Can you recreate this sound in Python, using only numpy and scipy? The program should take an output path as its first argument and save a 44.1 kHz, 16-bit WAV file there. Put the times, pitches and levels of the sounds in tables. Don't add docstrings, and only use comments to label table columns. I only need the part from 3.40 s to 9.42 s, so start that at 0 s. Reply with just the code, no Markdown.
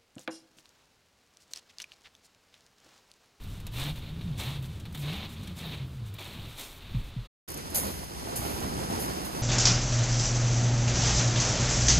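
import sys
import numpy as np
from scipy import signal
from scipy.fft import rfft, irfft
from scipy.io import wavfile

SR = 44100
rng = np.random.default_rng(int(sys.argv[2]) if len(sys.argv) > 2 else 0)


def file_out(sig):
    cols = np.atleast_2d(sig).T
    lim = np.clip(cols, -1, 1)
    pcm = np.round(lim * 32767).astype(np.int16)
    wavfile.write(sys.argv[1], SR, pcm)


N = 265482
T = np.arange(N) / SR


def gain_of(db):
    return 10 ** (np.asarray(db) / 20)


def columns(rows):
    s, *rest = np.transpose(rows)
    return [np.interp(T, s, c) for c in rest]


def on_log_hz(points, hz):
    f, value = np.transpose(points)
    return np.interp(np.log(hz + 1), np.log(f + 1), value)


def coloured(x, points, lo_hz=0, hi_hz=SR):
    hz = abs(np.fft.fftfreq(8192, 1 / SR))
    gain = gain_of(np.maximum(on_log_hz(points, hz), -100))
    phase = -signal.hilbert(np.log(gain)).imag
    taps = np.fft.ifft(gain * np.exp(1j * phase)).real[:4096]
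    in_band = (hz >= lo_hz) * (hz < hi_hz)
    return signal.oaconvolve(x, taps)[:N] / np.sqrt(np.mean(gain ** 2 * in_band))


def knocks(per_s, spread_db):
    size = gain_of(spread_db * np.minimum(rng.exponential(1, N), 5)) * rng.standard_normal(N)
    x = size * (rng.random(N) < per_s / SR)
    return x / x.std()


def flicker(per_s, depth_db):
    low_pass = 1 / (1 + (np.fft.rfftfreq(N, 1 / SR) / per_s) ** 4)
    z = irfft(rfft(rng.standard_normal(N)) * low_pass, N)
    g = gain_of(depth_db * z / z.std())
    return g / np.sqrt(np.mean(g ** 2))


def burst(s, rise, t60, hold=0, change_db=0):
    u = np.maximum(T - s, 0)
    drift_db = change_db * np.clip((u - rise) / (hold + 1e-9), 0, 1)
    decay_db = 60 * np.maximum(u - rise - hold, 0) / t60
    return np.minimum(u / rise, 1) * gain_of(drift_db - decay_db)


def fuzzy_tone(hz, width_hz, steady):
    r = np.exp(-np.pi * width_hz / SR)
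    two_poles = np.convolve([1, -r], [1, -r])
    drift = signal.lfilter([1], two_poles, rng.standard_normal((2, N)))
    wander = steady + (drift[0] + 1j * drift[1]) / drift.std()
    x = (wander * np.exp(2j * np.pi * np.cumsum(hz) / SR)).real
    return x / x.std()


def rings(per_s, lo_hz, hi_hz, cycles, glide, spread_db):
    x = knocks(per_s, spread_db)
    pick = rng.integers(0, 14, size=N)
    out = np.zeros(N)
    for k, hz in enumerate(np.geomspace(lo_hz, hi_hz, 14)):
        turns = np.arange(int(5 * cycles * SR / hz)) * hz / SR
        ring = np.exp(-turns / cycles) * np.sin(2 * np.pi * turns * (1 + glide * turns / cycles))
        out += signal.oaconvolve(x * (pick == k), ring / np.linalg.norm(ring))[:N]
    return out / out.std()


def far_sea():
    # frequency in Hz, spectrum in dB per Hz.
    sea_spectrum = [(150, -32.5), (350, -5), (720, -12), (1250, -9), (1900, -15), (3700, -11), (4400, -15),
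                    (5300, -21.5), (15000, -32)]
    return gain_of(-56.5) * coloured(rng.standard_normal(N), sea_spectrum)


def buffeting():
    # time in seconds, level in dB.
    low_levels = [(4.08, -50.5), (4.4, -43), (4.93, -50), (4.98, -34), (5.12, -43.5), (5.3, -38),
                  (5.8, -50), (6.02, -54)]
    # frequency in Hz, spectrum in dB per Hz.
    low_spectrum = [(15, -21), (40, -13), (62, 4.5), (100, 0.5), (200, -7.5), (400, -41), (900, -54)]
    (low_db,) = columns(low_levels)
    low = gain_of(low_db) * coloured(rng.standard_normal(N), low_spectrum, 30, 150)
    hum = fuzzy_tone(np.full(N, 61.7), width_hz=28, steady=0.95)
    return low + gain_of(-48.5) * hum


def wind():
    # time in seconds, rumble level in dB, deepest part in dB above the rumble.
    wind_levels = [(0.0, -47.5, 6), (0.9, -42, -7.5), (1.63, -45, -14), (2.02, -44.5, -19),
                   (2.38, -43.5, -26), (2.85, -51, -14), (3.05, -41.5, -10), (3.12, -51.5, -4),
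                   (3.23, -64, 13), (3.44, -54.5, 2), (3.58, -45, 11), (3.75, -53, -0.5), (3.82, -52, 3),
                   (3.88, -62.5, 9)]
    # time in seconds, pitch in Hz, level in dB.
    moan_curve = [(0.0, 100, -51), (0.3, 105.8, -45.5), (0.5, 151.8, -35.5), (0.59, 158.5, -58),
                  (0.72, 153.7, -44), (0.86, 178.2, -39), (0.96, 123.9, -30.5), (1.03, 112.9, -37.5),
                  (1.13, 149, -37), (1.26, 125.3, -40.5), (1.39, 195.4, -58), (1.54, 163.7, -47),
                  (1.62, 136.1, -33.5), (1.71, 157.3, -39), (1.77, 206.9, -48.5), (1.92, 240, -56),
                  (2.03, 194, -47), (2.2, 165, -45.5), (2.35, 152, -40.5), (2.46, 125, -37.5),
                  (2.53, 139.1, -41), (2.6, 123.2, -35), (2.7, 103, -42), (2.8, 94, -45), (2.91, 97.2, -60),
                  (3.04, 108, -51), (3.15, 124.8, -59), (3.5, 130, -74)]
    # frequency in Hz, spectrum in dB per Hz.
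    rumble_spectrum = [(25, -10.5), (50, 1), (85, 8.5), (200, -2), (350, -15.5), (700, -26.5),
                       (1500, -44.5)]
    deep_spectrum = [(8, -4), (30, 1), (45, 0), (80, -30), (200, -74.5)]
    # start in seconds, peak in dB, pitch settled on in Hz,
    # 60 dB decay time in seconds, deep push in dB above the peak.
    thumps = [(3.044, -36.5, 95.6, .1, -20), (3.544, -24.5, 118.5, 0.12, -5),
              (3.762, -29, 117.6, 0.12, -4.5)]
    rumble_db, deep_db = columns(wind_levels)
    moan_hz, moan_db = columns(moan_curve)
    rumble = flicker(22, depth_db=1.0) * coloured(rng.standard_normal(N), rumble_spectrum, 45, 95)
    deep = coloured(rng.standard_normal(N), deep_spectrum, 18, 45)
    out = gain_of(rumble_db) * rumble + gain_of(rumble_db + deep_db) * deep
    out += gain_of(moan_db) * fuzzy_tone(moan_hz, 22, steady=2.6)
    out += gain_of(moan_db - 23.0) * fuzzy_tone(0.81 * moan_hz, 38, steady=0.3)
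    for s, db, thump_hz, t60, push_db in thumps:
        u = T - s
        bend = 0.71 * thump_hz * 0.0095 * (1 - np.exp(-np.maximum(u, 0) / 0.0049))
        thump = np.sin(2 * np.pi * (thump_hz * u + bend))
        out += gain_of(db) * burst(s, 0.0066, t60, hold=0.025) * thump
        out += gain_of(db + push_db) * burst(s, 0.03, 0.25) * np.sin(2 * np.pi * 42 * u)
    return out


def wave():
    # time in seconds, level of the body in dB.
    wave_levels = [(4.08, -46.5), (4.33, -46), (4.47, -38.5), (4.55, -47.5), (4.82, -44.5), (5.04, -40),
                   (5.25, -39), (5.65, -37.5), (5.83, -39.5), (6.02, -40.5)]
    # frequency in Hz, spectrum in dB per Hz.
    body_spectrum = [(60, -16.5), (150, 1), (350, -1), (700, -5.5), (1300, -9), (2000, -18), (4000, -47)]
    fizz_spectrum = [(800, 2.5), (2000, 1.5), (4000, 1), (5400, 4), (7500, -2.5), (10300, -1), (13000, -7),
                     (14400, -8), (15000, -25), (16000, -26)]
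    (body_db,) = columns(wave_levels)
    fizz_db = -46 + 0.51 * (body_db + 45)
    splashes = coloured(knocks(3000, spread_db=-1.5), body_spectrum, 242, 1000)
    bubbles = rings(250, 176.0, 1080, cycles=3.86, glide=0.058, spread_db=1.0)
    fizz = coloured(knocks(15000, spread_db=-0.2), fizz_spectrum, 1500, 7700)
    return splashes * gain_of(body_db) + bubbles * gain_of(body_db - 1) + fizz * gain_of(fizz_db)


def shore_crunches():
    # start in seconds, crisp part in dB, rise in seconds, hold in seconds,
    # 60 dB decay time in seconds, dull part in dB above the crisp part.
    onsets = [(4.344, -27, 0.0041, 0.029, 0.28, -9), (4.417, -42.5, 0.016, 0.033, 1, -2.5),
              (4.462, -47, 0.0073, 0.027, 0.15, 3), (4.957, -32.5, 0.0033, 0.014, 0.2, -8.5),
              (4.996, -44.5, 0.018, 0.11, 0.83, 1.5), (5.583, -37.5, 0.023, 0.025, 0.23, -9),
              (5.841, -43, 0.012, 0.018, 0.17, -4)]
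    # start in seconds, level in dB.
    clicks = [(4.0856, -39.5), (4.1014, -39), (4.1166, -38.5), (4.141, -37.5), (4.1728, -38), (4.3024, -40),
              (4.311, -56), (4.641, -41), (4.7125, -53), (5.2025, -40)]
    # frequency in Hz, spectrum in dB per Hz.
    crisp_spectrum = [(2000, -45), (4000, -19), (6500, -2), (8000, -7.5), (10300, 2), (13000, -2),
                      (14600, -2), (15300, -9), (16500, -17)]
    dull_spectrum = [(80, -41), (250, -2), (600, 10), (1200, -1.5), (3000, -4.5), (6000, -6), (9000, -85)]
    crisp, dull = np.zeros(N), np.zeros(N)
    for s, db, rise, hold, t60, dull_db in onsets:
        onset = gain_of(db) * burst(s, rise, t60, hold)
        crisp = np.hypot(crisp, onset)
        dull = np.hypot(dull, onset * gain_of(dull_db))
    for s, db in clicks:
        crisp = np.hypot(crisp, gain_of(db) * burst(s, 0.0011, 0.049))
    crunch = knocks(40000, spread_db=2.0)
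    return coloured(crunch * crisp, crisp_spectrum) + coloured(crunch * dull, dull_spectrum)


def shore_sound():
    return wave() + buffeting() + shore_crunches()


def ports(shared, apart):
    # frequency in Hz, left-right likeness from 0 to 1.
    likeness = [(30, .3), (70, 0.52), (170, 1), (300, 0.65), (550, 1), (800, 0.48), (1200, 0.83),
                (1900, 0.22), (3000, 0.38), (4700, 0.48), (6700, 0.87), (8000, 0.12), (10000, 0.38),
                (12000, .99), (13300, 0.76), (15500, .99)]
    # frequency in Hz, radians added to the left's lead.
    phase_lead = [(0, 0), (600, -.8), (1250, .2), (1800, .7), (2050, -.65), (2700, .9), (4100, -.3),
                  (4800, .4), (5400, -.7), (5900, 0), (6300, -1.9), (7100, -.7), (7700, 2.7), (8400, 2.2),
                  (8650, -.2), (9600, 1.3), (11400, .4), (12700, .3), (15300, -2.8)]
    # frequency in Hz, level of left over right in dB.
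    left_over_right = [(60, 2.5), (250, -0.5), (700, -4.5), (1300, -2), (2400, -5), (4000, -1), (5400, 2.5),
                       (7500, -3), (9200, -1.5), (10300, -5.5), (11500, 0), (15000, 0)]
    delay_s, delay_up_to_hz = 19 / SR, 7100
    hz = np.fft.rfftfreq(N, 1 / SR)
    alike = np.clip(on_log_hz(likeness, hz), 0, 1)
    tilt = gain_of(on_log_hz(left_over_right, hz) / 2)
    lead = np.interp(hz, *np.transpose(phase_lead))
    lead = lead - 2 * np.pi * delay_s * np.minimum(hz, delay_up_to_hz)
    a, b = rfft(shared), rfft(apart)
    right = (alike * a + np.sqrt(1 - alike ** 2) * b) * np.exp(-1j * lead)
    return irfft(np.array([a * tilt, right / tilt]), N)


def underfoot():
    # start in seconds, rise in seconds, hold in seconds,
    # stones in dB, their change over the hold in dB, grit in dB, its change in dB.
    strides = [(0.309, 0.11, 0.077, -38, -5, -52.5, 3), (0.966, 0.047, 0.15, -39.5, -7, -46, -15.5),
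               (1.573, 0.11, 0.17, -42, -2, -52, -7.5), (2.144, 0.061, .14, -45.5, 2, -55, -2.5),
               (2.78, 0.007, 0.42, -45.5, -9, -54.5, -8), (3.16, 0.039, .11, -44, -11, -46.5, -9.5)]
    # start in seconds, length in seconds, stones in dB, grit in dB.
    slides = [(0, 0.18, -59, -63), (0.546, 0.044, -50.5, -58), (0.608, 0.095, -51.5, -65),
              (0.726, 0.26, -57.5, -74), (1.139, 0.038, -59, -58), (1.219, 0.042, -53, -59),
              (1.281, 0.096, -58, -69), (1.533, 0.057, -52.5, -61), (1.88, 0.066, -53.5, -58.5),
              (1.949, .17, -53.5, -65.5), (2.351, 0.082, -51.5, -77), (2.457, .12, -75, -70),
              (2.646, 0.04, -59, -62), (2.73, 0.037, -58, -67), (3.306, .08, -54.5, -58.5),
              (3.395, 0.22, -53, -65), (3.62, .08, -56, -63.5), (3.697, 0.16, -58.5, -76)]
    stones_t60_s, grit_rise_s, grit_t60_s = 0.2, 0.036, 0.26
    slide_rise_s, slide_t60_s = 0.015, 0.13
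    swell = 1.05
    stones, grit = np.zeros(N), np.zeros(N)
    for s, rise, hold, db, change_db, grit_db, grit_change_db in strides:
        sinking = np.clip((T - s) / rise, 0, 1) ** (swell - 1)
        stride = sinking * burst(s, rise, stones_t60_s, hold, change_db)
        stones = np.hypot(stones, gain_of(db) * stride)
        quick = min(rise, grit_rise_s)
        scatter = burst(s, quick, grit_t60_s, rise - quick + hold, grit_change_db)
        grit = np.hypot(grit, gain_of(grit_db) * scatter)
    for s, length, db, grit_db in slides:
        slide = burst(s, slide_rise_s, slide_t60_s, max(length - slide_rise_s, 0))
        stones = np.hypot(stones, gain_of(db) * slide)
        grit = np.hypot(grit, gain_of(grit_db) * slide)
    return stones, grit


def boots_near():
    # start in seconds, level in dB, dull part in dB above it.
    short_knocks = [(0.035, -52.5, -14), (0.1997, -54, 2), (0.2654, -44.5, 0), (.396, -46, 6),
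                    (.81, -64, 16), (.996, -47, 6), (1.08, -62, 16), (1.2235, -56, -2), (1.398, -53, -1),
                    (1.4526, -54, 8.5), (1.5236, -57, -9), (1.5459, -48, 2), (1.5728, -49, -3),
                    (1.7302, -48, 0), (1.848, -62.5, 18), (2.0314, -55, 6), (2.0722, -49.5, 4.5),
                    (2.7383, -49.5, -12), (3.545, -69, 22)]
    # frequency in Hz, spectrum in dB per Hz.
    stone_spectrum = [(150, -28), (250, 2.5), (540, -4), (900, -3), (1500, -8.5), (2400, -4.5),
                      (3000, -4.5), (3700, 2), (4300, -6.5), (5000, -17.5), (7000, -22.5), (9100, -71),
                      (15400, -100)]
    grit_spectrum = [(2500, -15.5), (5000, -2.5), (7000, -2), (8500, -0.5), (11000, -4), (14000, 0),
                     (17000, -14)]
    stones, grit = underfoot()
    for s, db, dull_db in short_knocks:
        grit = np.hypot(grit, gain_of(db) * burst(s, 0.0026, 0.048))
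        stones = np.hypot(stones, gain_of(db + dull_db) * burst(s, 0.0013, 0.089))
    grind = knocks(12000, spread_db=0.15) * flicker(40, depth_db=0.83)
    rattle = knocks(20000, spread_db=3.0) * flicker(70, depth_db=-0.26)
    ringing = rings(1800, 2214, 4406, cycles=13.0, glide=0, spread_db=0.5)
    share = 0.25
    body = np.sqrt(1 - share) * coloured(grind * stones, stone_spectrum, 1800, 5000)
    hiss = coloured(rattle * grit, grit_spectrum, 7000, 15000)
    coarse = signal.sosfiltfilt(signal.butter(2, 11500, fs=SR, output="sos"), hiss)
    fine = hiss - coarse
    hiss = coarse * flicker(7.9, depth_db=2.8) + fine * flicker(9, depth_db=1.3)
    return body + np.sqrt(share) * stones * ringing + hiss


def scene():
    first_ends_s, second_starts_s = 3.868, 4.079
    walk = far_sea() + wind() + boots_near()
    lumps = flicker(13.0, depth_db=0.9)
    shore = ports(shore_sound() * lumps, shore_sound() * lumps)
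    fade_out = np.clip((first_ends_s - T) / 0.011 + 0.5, 0, 1)
    fade_in = np.clip((T - second_starts_s) / 0.0038 + 0.5, 0, 1)
    return walk * fade_out + shore * fade_in


def record(dry):
    edge_hz = 15740
    taps = signal.firwin(511, edge_hz, window=("kaiser", 9), fs=SR)
    return signal.oaconvolve(dry, taps[None], "same")


dry = scene()
out = record(dry)
file_out(out)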